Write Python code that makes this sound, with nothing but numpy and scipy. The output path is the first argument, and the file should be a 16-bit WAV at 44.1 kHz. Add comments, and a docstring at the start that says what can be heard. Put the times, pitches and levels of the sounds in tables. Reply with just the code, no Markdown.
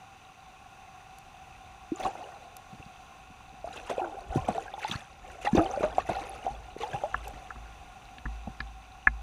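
"""Under water, inside a camera housing on a pole: seals break the surface and dive past the microphone.
Each splash traps air: big pockets plop, small near bubbles ping, clouds of them gurgle and fizz.
These are ringing sines, singly or by the thousand; filtered noise makes the far wash and the rumble.
The housing colours much of this; towards the end it is knocked, its shell rings and the pole hums."""
import sys
import numpy as np
from scipy import signal
from scipy.fft import rfft, irfft, next_fast_len
from scipy.io import wavfile
from scipy.ndimage import map_coordinates

SR = 44100
rng = np.random.default_rng(int(sys.argv[2]) if len(sys.argv) > 2 else 0)


def to_wav(sig):
    """Store sig (one row per channel, or 1-D mono) as 16-bit WAV at the path in sys.argv[1].

    Samples outside -1..1 are clipped; the rate is SR.
    """
    pcm = np.clip(np.atleast_2d(sig), -1, 1) * 32767
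    pcm = np.round(pcm).astype(np.int16)
    wavfile.write(sys.argv[1], SR, pcm.T)  # frames by channels


N = 406602  # length in samples
TOP_HZ = 15600  # upper band limit of the microphone

# knocks on the housing: start_s, peak_db, brightness_hz,
# ring_db (shell ring, relative to the contact noise), swing_db (swing of the pole, relative)
HOUSING_KNOCKS = [(6.507, -55, 900, -5, -40), (7.1424, -13.5, 1580, 3.5, -39),
                  (7.338, -44, 1520, -6, -42.5), (7.504, -26.5, 1530, -4, -52.5),
                  (7.557, -37.5, 1400, 0, -43), (8.182, -33.5, 4180, -7.5, -49),
                  (8.2545, -28, 1850, -28, -32.5), (8.47, -33, 925, -18, -51),
                  (8.6031, -21, 5200, 5, -38.5), (9.0707, -2, 2570, 5, -31.5)]
# spectral shape of spray: frequency_hz, relative_db
SPRAY_SPECTRUM = [(300, -25.5), (1100, 2.5), (1800, -1), (3000, 3.5), (4500, 3), (9000, -21)]


def amp(db):
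    """Decibels to gain."""
    return 10 ** (np.asarray(db) / 20)


def unit(x):
    """Scale to rms 1."""
    return x / np.sqrt(np.mean(x ** 2) + 1e-20)


def curves(rows):
    """Straight lines between the rows: one value per sample for each column after the time."""
    s, *columns = np.transpose(rows)
    return [np.interp(np.arange(N) / SR, s, column) for column in columns]


def wobble(rate):
    """A smooth random curve, rate knots a second."""
    knots = rng.standard_normal(int(N * rate / SR) + 4)
    return map_coordinates(knots, [np.arange(N) * rate / SR])


def add(track, s, sound):
    """Mix a sound into a track at time s."""
    start = round(s * SR)
    track[start:start + len(sound)] += sound[:N - start]


def colour(x, spectrum, resonance=0):
    """Minimum-phase filter, output at rms 1: a smooth spectrum plus a share of the housing's resonances."""
    # resonances through which the housing hears the water: centre_hz, width_hz, lift_db (at a share of 1)
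    housing_modes = [(760.5, 153, 25.5), (1079, 190, 13), (1410, 156, 11), (2600, 544, 14),
                     (3560, 160, 9.5), (3924, 220, 8), (4690, 200, 6.5), (6070, 740, 13), (6910, 120, 9)]
    m = 2 * next_fast_len(N // 2 + SR // 4)
    hz = np.fft.rfftfreq(m, 1 / SR)
    knot_hz, knot_db = np.transpose(spectrum)
    db = np.interp(np.log(hz + 1), np.log(knot_hz), knot_db)
    for centre, width, lift in housing_modes:
        db = db + resonance * lift / (1 + (2 * (hz - centre) / width) ** 2)
    # keeping only the positive half of the cepstrum makes the filter causal
    cepstrum = irfft(np.log(amp(db)))[:m // 2]
    response = np.exp(rfft(2 * cepstrum, m))
    return unit(irfft(rfft(x, m) * response)[:N])


def crackle(rate, spread_db):
    """Random impulses of uneven size and either sign, rate a second."""
    count = int(rate * N / SR)
    size_db = spread_db * np.minimum(rng.exponential(size=count), 4)
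    size = amp(size_db) * rng.choice([-1, 1], count)
    return unit(np.bincount(rng.integers(0, N, count), size, N))


def bubble(t, hz, t60, rise, onset):
    """A trapped air pocket rings and dies away; pitch glides by rise (octaves per s at first), onset in cycles."""
    phase = 2 * np.pi * hz * t * (1 + np.log(2) * rise * t / 2)
    swell = 1 - np.exp(-(t * hz / onset) ** 2)
    return np.sin(phase) * amp(-60 * t / t60) * swell


def cloud(centre_hz, scatter, cycles, spread_db, count):
    """Many small bubbles of random time, pitch, life (about cycles long) and size."""
    t = np.arange(int(2 * SR * cycles / centre_hz)) / SR
    pitch, life, size = rng.standard_normal((count, 3)).T[..., None]
    hz = centre_hz * np.exp(scatter * pitch)
    t60 = cycles * np.exp(life / 2) / hz
    gain = amp(spread_db * np.clip(size, -2, 2)) * (hz < TOP_HZ)
    grains = gain * bubble(t, hz, t60, rise=3.4, onset=0.86)
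    places = rng.integers(0, N, (count, 1)) + np.arange(len(t))
    return unit(np.bincount(places.ravel(), grains.ravel(), N)[:N])


def bursts(times, levels, t60, attack):
    """An envelope that leaps at each time and dies away."""
    envelope, t = np.zeros(N), np.arange(SR // 2) / SR
    shape = amp(-60 * t / t60) * (1 - np.exp(-t / attack))
    for s, db in zip(times, levels):
        add(envelope, s, amp(db) * shape / shape.max())
    return envelope


def swells(times, levels, t60s):
    """An envelope that builds smoothly after each time, then thins out as the air escapes."""
    rise_s = 0.047
    power, t = np.zeros(N), np.arange(3 * SR) / SR
    for s, db, t60 in zip(times, levels, t60s):
        fade = amp(db - 60 * np.maximum(t - rise_s, 0) / t60)
        build = 1 - np.exp(-(t / rise_s) ** 2)
        add(power, s, (fade * build) ** 2)
    return np.sqrt(power)


def churn():
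    """Every dive leaves a cloud that fizzes, gurgles and fades; every slap adds a thud and a burst of spray."""
    # dives, each dragging down a cloud of air: start_s, gurgle_db, foam_db (both relative), t60_s
    dives = [(1.93, -42.5, -55.5, 1.36), (2.1, -45, -68, 1.6), (3.62, -47, -60.5, 6),
             (3.929, -32, -70, 0.85), (4.27, -37, -56, 1.94), (4.5, -43, -55.5, 0.97),
             (4.83, -66, -50.5, 0.96), (5.2, -48.5, -61.5, 4.8), (5.52, -32.5, -52, 1.9),
             (6.07, -38.5, -53.5, 2.1), (6.77, -42.5, -56.5, 3.1), (7.2, -41, -57, 0.4)]
    # slaps on the surface: start_s, thud_db, spray_db, fizz_db (all relative)
    slaps = [(1.996, -20, -55, -52), (2.029, -21, -42, -47.5), (2.049, -15, -43.5, -54),
             (3.758, -26, -35, -51), (3.895, -14, -33.5, -44), (4.352, -21.5, -53, -49),
             (4.481, -11.5, -41, -52), (4.817, -30.5, -29, -53), (4.886, -41, -59, -70),
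             (4.911, -38, -26.5, -47), (5.446, -18.5, -28.5, -46), (5.549, -16.5, -32, -43),
             (5.57, -3.5, -58, -58), (5.828, -10, -30.5, -53), (5.979, -22, -32.5, -51),
             (6.089, -10.5, -30.5, -50), (6.209, -23, -42, -64), (6.444, -20, -66, -59),
             (6.807, -26.5, -35, -50.5), (6.933, -22, -61, -55)]
    # spectral shapes of slap, gurgle, fizz and finest foam: frequency_hz, relative_db
    slap_spectrum = [(40, 18), (130, -5.5), (400, 6.5), (750, 4), (1100, -12), (1700, -13), (3000, -29),
                     (6000, -63), (15000, -120)]
    gurgle_spectrum = [(40, 12), (200, -13), (400, -5), (800, 4.5), (1100, -9), (1500, 5.5), (2200, -46),
                       (5000, -93), (15000, -110)]
    fizz_spectrum = [(600, -49), (1800, 8), (3000, -3.5), (4700, -17), (5300, -5), (7800, 4), (10500, 6.5),
                     (12500, -8), (15500, 3)]
    hiss_spectrum = [(800, -38), (1800, -12), (3000, -3), (5200, 1), (7800, -14), (10500, -9), (12500, -10),
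                     (15500, -42)]
    gurgle_lag_s = 0.01  # big bubbles form after the foam
    lead_s, lead_db = 0.034, -27  # a little foam runs ahead of the body; level against the spray
    slap_t60_s, spray_t60_s = 0.14, 0.12

    start, gurgle_db, foam_db, t60 = np.transpose(dives)
    s, thud_db, spray_db, fizz_db = np.transpose(slaps)
    stir = swells(start + gurgle_lag_s, gurgle_db, t60)
    clumps = amp(1.5 * wobble(28))  # foam bursts in clumps
    foam = swells(start, foam_db, t60) * clumps
    foam = foam + bursts(s - lead_s, spray_db + lead_db, spray_t60_s, attack=.02)

    slap = colour(crackle(2500, spread_db=-1.0), slap_spectrum, resonance=0.34)
    # a high-pass keeps the slap's noise out of the deep bass
    bass_cut = signal.butter(2, 75, "highpass", fs=SR, output="sos")
    slap = signal.sosfilt(bass_cut, slap)

    # the smaller the bubble, the higher and shorter its note
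    gurgle = cloud(638, scatter=0.571, cycles=15.0, spread_db=2.5, count=5000)
    gurgle = colour(gurgle, gurgle_spectrum, resonance=0.46)
    # single bubbles that stand out of the gurgle
    gurgle = gurgle + amp(-10) * cloud(520, scatter=0.27, cycles=47, spread_db=1.0, count=900)

    coarse = cloud(1970, scatter=0.508, cycles=32, spread_db=7.0, count=8000)
    coarse = colour(coarse, SPRAY_SPECTRUM, resonance=0.42)
    fine = cloud(2900, scatter=0.49, cycles=14.0, spread_db=5, count=22000)
    fine = colour(fine, SPRAY_SPECTRUM, resonance=1.0)
    spray = 0.86 * coarse + 0.28 * fine

    # single bubbles that stand out of the foam
    strays = cloud(2120, scatter=.4, cycles=37, spread_db=1.5, count=1200)

    fizz = cloud(6040, scatter=0.525, cycles=24, spread_db=3.5, count=15000)
    fizz = colour(fizz, fizz_spectrum, resonance=1.0)
    # the finest foam merges into a hiss
    hiss = colour(crackle(12000, spread_db=4.0), hiss_spectrum, resonance=0.64)
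    fizz = 0.75 * fizz + 0.31 * hiss

    slap_envelope = bursts(s, thud_db - 14.0, slap_t60_s, attack=0.0039)
    spray_envelope = amp(6.5) * foam + bursts(s, spray_db - 6.5, spray_t60_s, attack=0.0078)
    fizz_envelope = amp(2.0) * foam + bursts(s, fizz_db, spray_t60_s, attack=0.0016)
    return (stir * gurgle + amp(1) * foam * strays + slap_envelope * slap
            + spray_envelope * spray + fizz_envelope * fizz)


def plops():
    """Large air pockets pinch off with a short plop; each leaves a weaker bubble that sings on."""
    # large bubbles: start_s, peak_db (of the plop alone), pitch_hz, t60_s, rise_octaves_per_s
    large_bubbles = [(1.918, -21, 288.5, 0.068, 16), (2.063, -18.5, 763, 0.085, 1.5),
                     (2.153, -30.5, 760, 0.037, -4), (2.226, -35.5, 830, 0.023, -1),
                     (3.643, -27.5, 646, 0.069, 6), (3.674, -28.5, 757, .04, -8),
                     (3.912, -26.5, 625, 0.091, 15), (3.98, -20.5, 530, 0.034, 5),
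                     (4.013, -32.5, 369, 0.29, -2.5), (4.297, -32.5, 55, 0.042, -14),
                     (4.358, -14.5, 280, .01, 1), (4.379, -32, 1008, 0.11, 2.5),
                     (4.486, -15, 685, 0.051, 12.5), (4.55, -29.5, 678, 0.13, 0.5),
                     (4.58, -20.5, 737, 0.052, 6), (4.555, -34, 430, 0.2, 2.5),
                     (4.738, -29.5, 795, 0.065, -0.5), (4.779, -30, 803, 0.049, 13),
                     (4.847, -22, 835, 0.058, 5), (5.472, -17.5, 808, 0.088, 2.5),
                     (5.53, -14.5, 192, 0.048, 19), (5.549, -12, 322, 0.041, 4),
                     (5.573, -16, 446, 0.0072, 2), (5.585, -16, 311, 0.16, 2.5), (5.605, -22, 641, 0.14, 5),
                     (5.774, -21, 575, 0.059, 0), (5.807, -20.5, 375, 0.011, 64),
                     (5.837, -18, 599, 0.13, 2), (5.982, -10.5, 682, .025, 30), (6.094, -20, 680, 0.033, 2),
                     (6.167, -23.5, 763, 0.084, 3), (6.465, -20, 688, 0.05, 18.5),
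                     (6.478, -24, 740, 0.11, 5.5), (6.764, -28, 413, 0.013, 2), (6.803, -33, 448, .24, 2),
                     (6.833, -23, 803, .09, 6), (6.943, -27, 782, 0.16, 3), (7.035, -25.5, 549, 0.16, 9.5),
                     (7.036, -22, 756, 0.06, 11)]
    # the bubble left behind: level, ratios of pitch and life to the plop's, octaves per s
    after_db, after_pitch, after_life, after_rise = -26, 1.06, 4.7, 3
    track, t = np.zeros(N), np.arange(SR // 3) / SR
    for s, db, hz, t60, rise in large_bubbles:
        ring = bubble(t, hz, t60, rise, onset=0.58)
        ring = ring / np.abs(ring).max()
        after = bubble(t, after_pitch * hz, after_life * t60, after_rise, onset=8)
        add(track, s, amp(db) * (ring + amp(after_db) * after))
    return track


def pings():
    """Small bubbles near the microphone sing for a few dozen cycles."""
    # the nearest small bubbles: start_s, level_db (before onset and decay), pitch_hz
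    near_bubbles = [(1.96, -31, 6950), (2.051, -20.5, 1067), (2.24, -36, 2820), (2.826, -36, 2640),
                    (4.679, -31, 1590), (4.739, -31, 3500), (4.842, -30, 4070), (4.912, -23, 3820),
                    (5.468, -19, 1870), (5.592, -19.5, 1230), (5.662, -28.5, 3000), (5.713, -28.5, 6050),
                    (6.004, -30.5, 1800), (6.295, -30, 10500), (6.931, -28.5, 1610), (7.164, -35, 2800)]
    track, t = np.zeros(N), np.arange(SR // 10) / SR
    for s, db, hz in near_bubbles:
        add(track, s, amp(db) * bubble(t, hz, 55 / hz, rise=5.8, onset=2.7))
    return track


def knocks():
    """Each blow rings the shell briefly, scuffs it with rough noise and sets the pole swinging."""
    # modes of the struck shell: frequency_hz, relative_db, t60_s
    shell_modes = [(754, -19, 0.037), (1077, -13, 0.026), (1340, -7, 0.023), (1707, 0, 0.027),
                   (2089, -16, 0.039), (2396, -10, 0.026), (3526, -29, 0.018)]
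    # bending modes of the pole: frequency_hz
    pole_hz = [54, 129, 231]
    # the same modes: relative_db, t60_s
    pole_modes = [(1.5, 1.07), (-5.5, 0.17), (-6, 0.16)]
    track, t = np.zeros(N), np.arange(SR) / SR
    for s, db, bright_hz, ring_db, swing_db in HOUSING_KNOCKS:
        shell = 0
        for hz, level, t60 in shell_modes:
            decay = amp(level + rng.normal(0, 1) - 60 * t / t60)  # no two blows excite it alike
            dulling = 1 + (hz / bright_hz) ** 10
            shell = shell + decay * np.sin(2 * np.pi * hz * t) / dulling
        # the rough contact reaches only as high as the blow is bright
        band = signal.butter(8, [.5 * bright_hz, bright_hz], "bandpass", fs=SR, output="sos")
        contact = unit(signal.sosfilt(band, rng.standard_normal(SR)))
        contact = 0.28 * contact * amp(-60 * t / 0.027)
        onset = 1 - np.exp(-(t / 0.001) ** 2)
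        blow = (amp(ring_db) * shell + contact) * onset
        pole = sum(amp(level - 60 * t / t60) * np.sin(2 * np.pi * hz * t)
                   for hz, (level, t60) in zip(pole_hz, pole_modes))
        add(track, s, amp(db) * blow / np.abs(blow).max() + amp(swing_db) * pole)
    return track


def thuds():
    """The push that swings the pole also thuds through the housing: short bursts of low-passed noise."""
    s, *_, swing_db = np.transpose(HOUSING_KNOCKS)
    lowpass = signal.butter(3, 296, fs=SR, output="sos")
    dull = unit(signal.sosfilt(lowpass, rng.standard_normal(N)))
    level_db = swing_db - 8.5  # against the pole's swing
    return bursts(s, level_db, t60=.06, attack=0.003) * dull


def bumps():
    """Eddies and big soft air pockets push dully against the housing: bursts of a low bubble cloud."""
    # soft bumps of water on the housing: start_s, relative_db
    soft_bumps = [(2.728, -37), (2.795, -37), (2.861, -39.5), (3.299, -40), (3.527, -36.5), (3.684, -37.5),
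                  (4.358, -15.5), (4.486, -27), (4.89, -27.5), (4.912, -32), (4.953, -33), (5.57, -18.5),
                  (5.83, -27), (6.094, -24), (6.937, -35.5), (7.334, -41.5), (8.471, -31)]
    # spectral shape of a bump: frequency_hz, relative_db
    bump_spectrum = [(20, -50), (70, 10), (130, 3.5), (300, -8), (450, -6.5), (800, 0), (1500, -27),
                     (15000, -120)]
    s, db = np.transpose(soft_bumps)
    glug = cloud(255, scatter=.38, cycles=4.5, spread_db=2, count=3500)
    return bursts(s, db - 5.5, t60=0.084, attack=0.004) * colour(glug, bump_spectrum)


def snaps():
    """A few tiny, very bright snaps close by: the briefest bursts of filtered noise."""
    # sharp snaps in the water: start_s, relative_db
    sharp_snaps = [(1.185, -40), (2.567, -33.5), (7.28, -35)]
    # spectral shape of a snap: frequency_hz, relative_db
    snap_spectrum = [(1000, -25), (3500, -11), (7000, -5), (12000, -3.5), (16000, -20)]
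    s, db = np.transpose(sharp_snaps)
    noise = colour(rng.standard_normal(N), snap_spectrum, resonance=0.51)
    return bursts(s, db - 8.0, t60=0.012, attack=.0005) * noise


def wash():
    """Countless far bubbles blend into a steady hiss; slow water rumbles past the housing."""
    # hiss of distant bubbles: time_s, level_db (before the flicker)
    distant_hiss = [(0, -52.5), (.7, -52), (1.7, -51), (3, -51), (3.5, -52), (5.1, -55.5), (6.5, -53),
                    (7.8, -50.5), (8.4, -51), (9.2, -52.5)]
    # water moving round the housing: time_s, relative_db
    water_swell = [(0, -73), (1.8, -58), (2.1, -70), (3.1, -61), (4.2, -52.5), (4.4, -44), (4.7, -59),
                   (5.3, -55.5), (5.6, -44.5), (6.3, -52.5), (9.2, -58.5)]
    # spectral shapes of hiss and rumble: frequency_hz, relative_db
    wash_spectrum = [(30, 3.5), (120, 3.5), (300, -4.5), (600, -10), (1300, -10), (1900, -11), (3200, -15),
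                     (5200, -22), (7800, -22.5), (9500, -21.5), (11500, -30), (15000, -30.5)]
    rumble_spectrum = [(15, -8), (55, 4.5), (130, -9.5), (250, -17.5), (600, -30), (2000, -80)]
    blips = cloud(2168, scatter=0.587, cycles=16, spread_db=6.5, count=2000)
    blips = colour(blips, SPRAY_SPECTRUM, resonance=0.59)
    far = colour(rng.standard_normal(N), wash_spectrum, resonance=0.92)
    far = (far + .2 * blips) * amp(.4 * wobble(14))
    flow = colour(rng.standard_normal(N), rumble_spectrum)
    hiss_db = curves(distant_hiss)[0]
    flow_db = curves(water_swell)[0] - 0.5 + 1.1 * wobble(7)
    return amp(hiss_db) * far + amp(flow_db) * flow


def scene():
    """Everything reaches the one microphone inside the housing."""
    return (wash() + churn() + plops() + pings() + bumps() + snaps() + knocks() + thuds())[None]


def record(dry):
    """The microphone rolls off the slowest pressure changes and keeps nothing above its band limit."""
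    low_cut = signal.butter(2, 22, "highpass", fs=SR, output="sos")
    dry = signal.sosfilt(low_cut, dry)
    m = next_fast_len(N + SR // 2)
    passed = np.fft.rfftfreq(m, 1 / SR) < TOP_HZ
    return irfft(rfft(dry, m) * passed, m)[..., :N]


dry = scene()
out = record(dry)
to_wav(out)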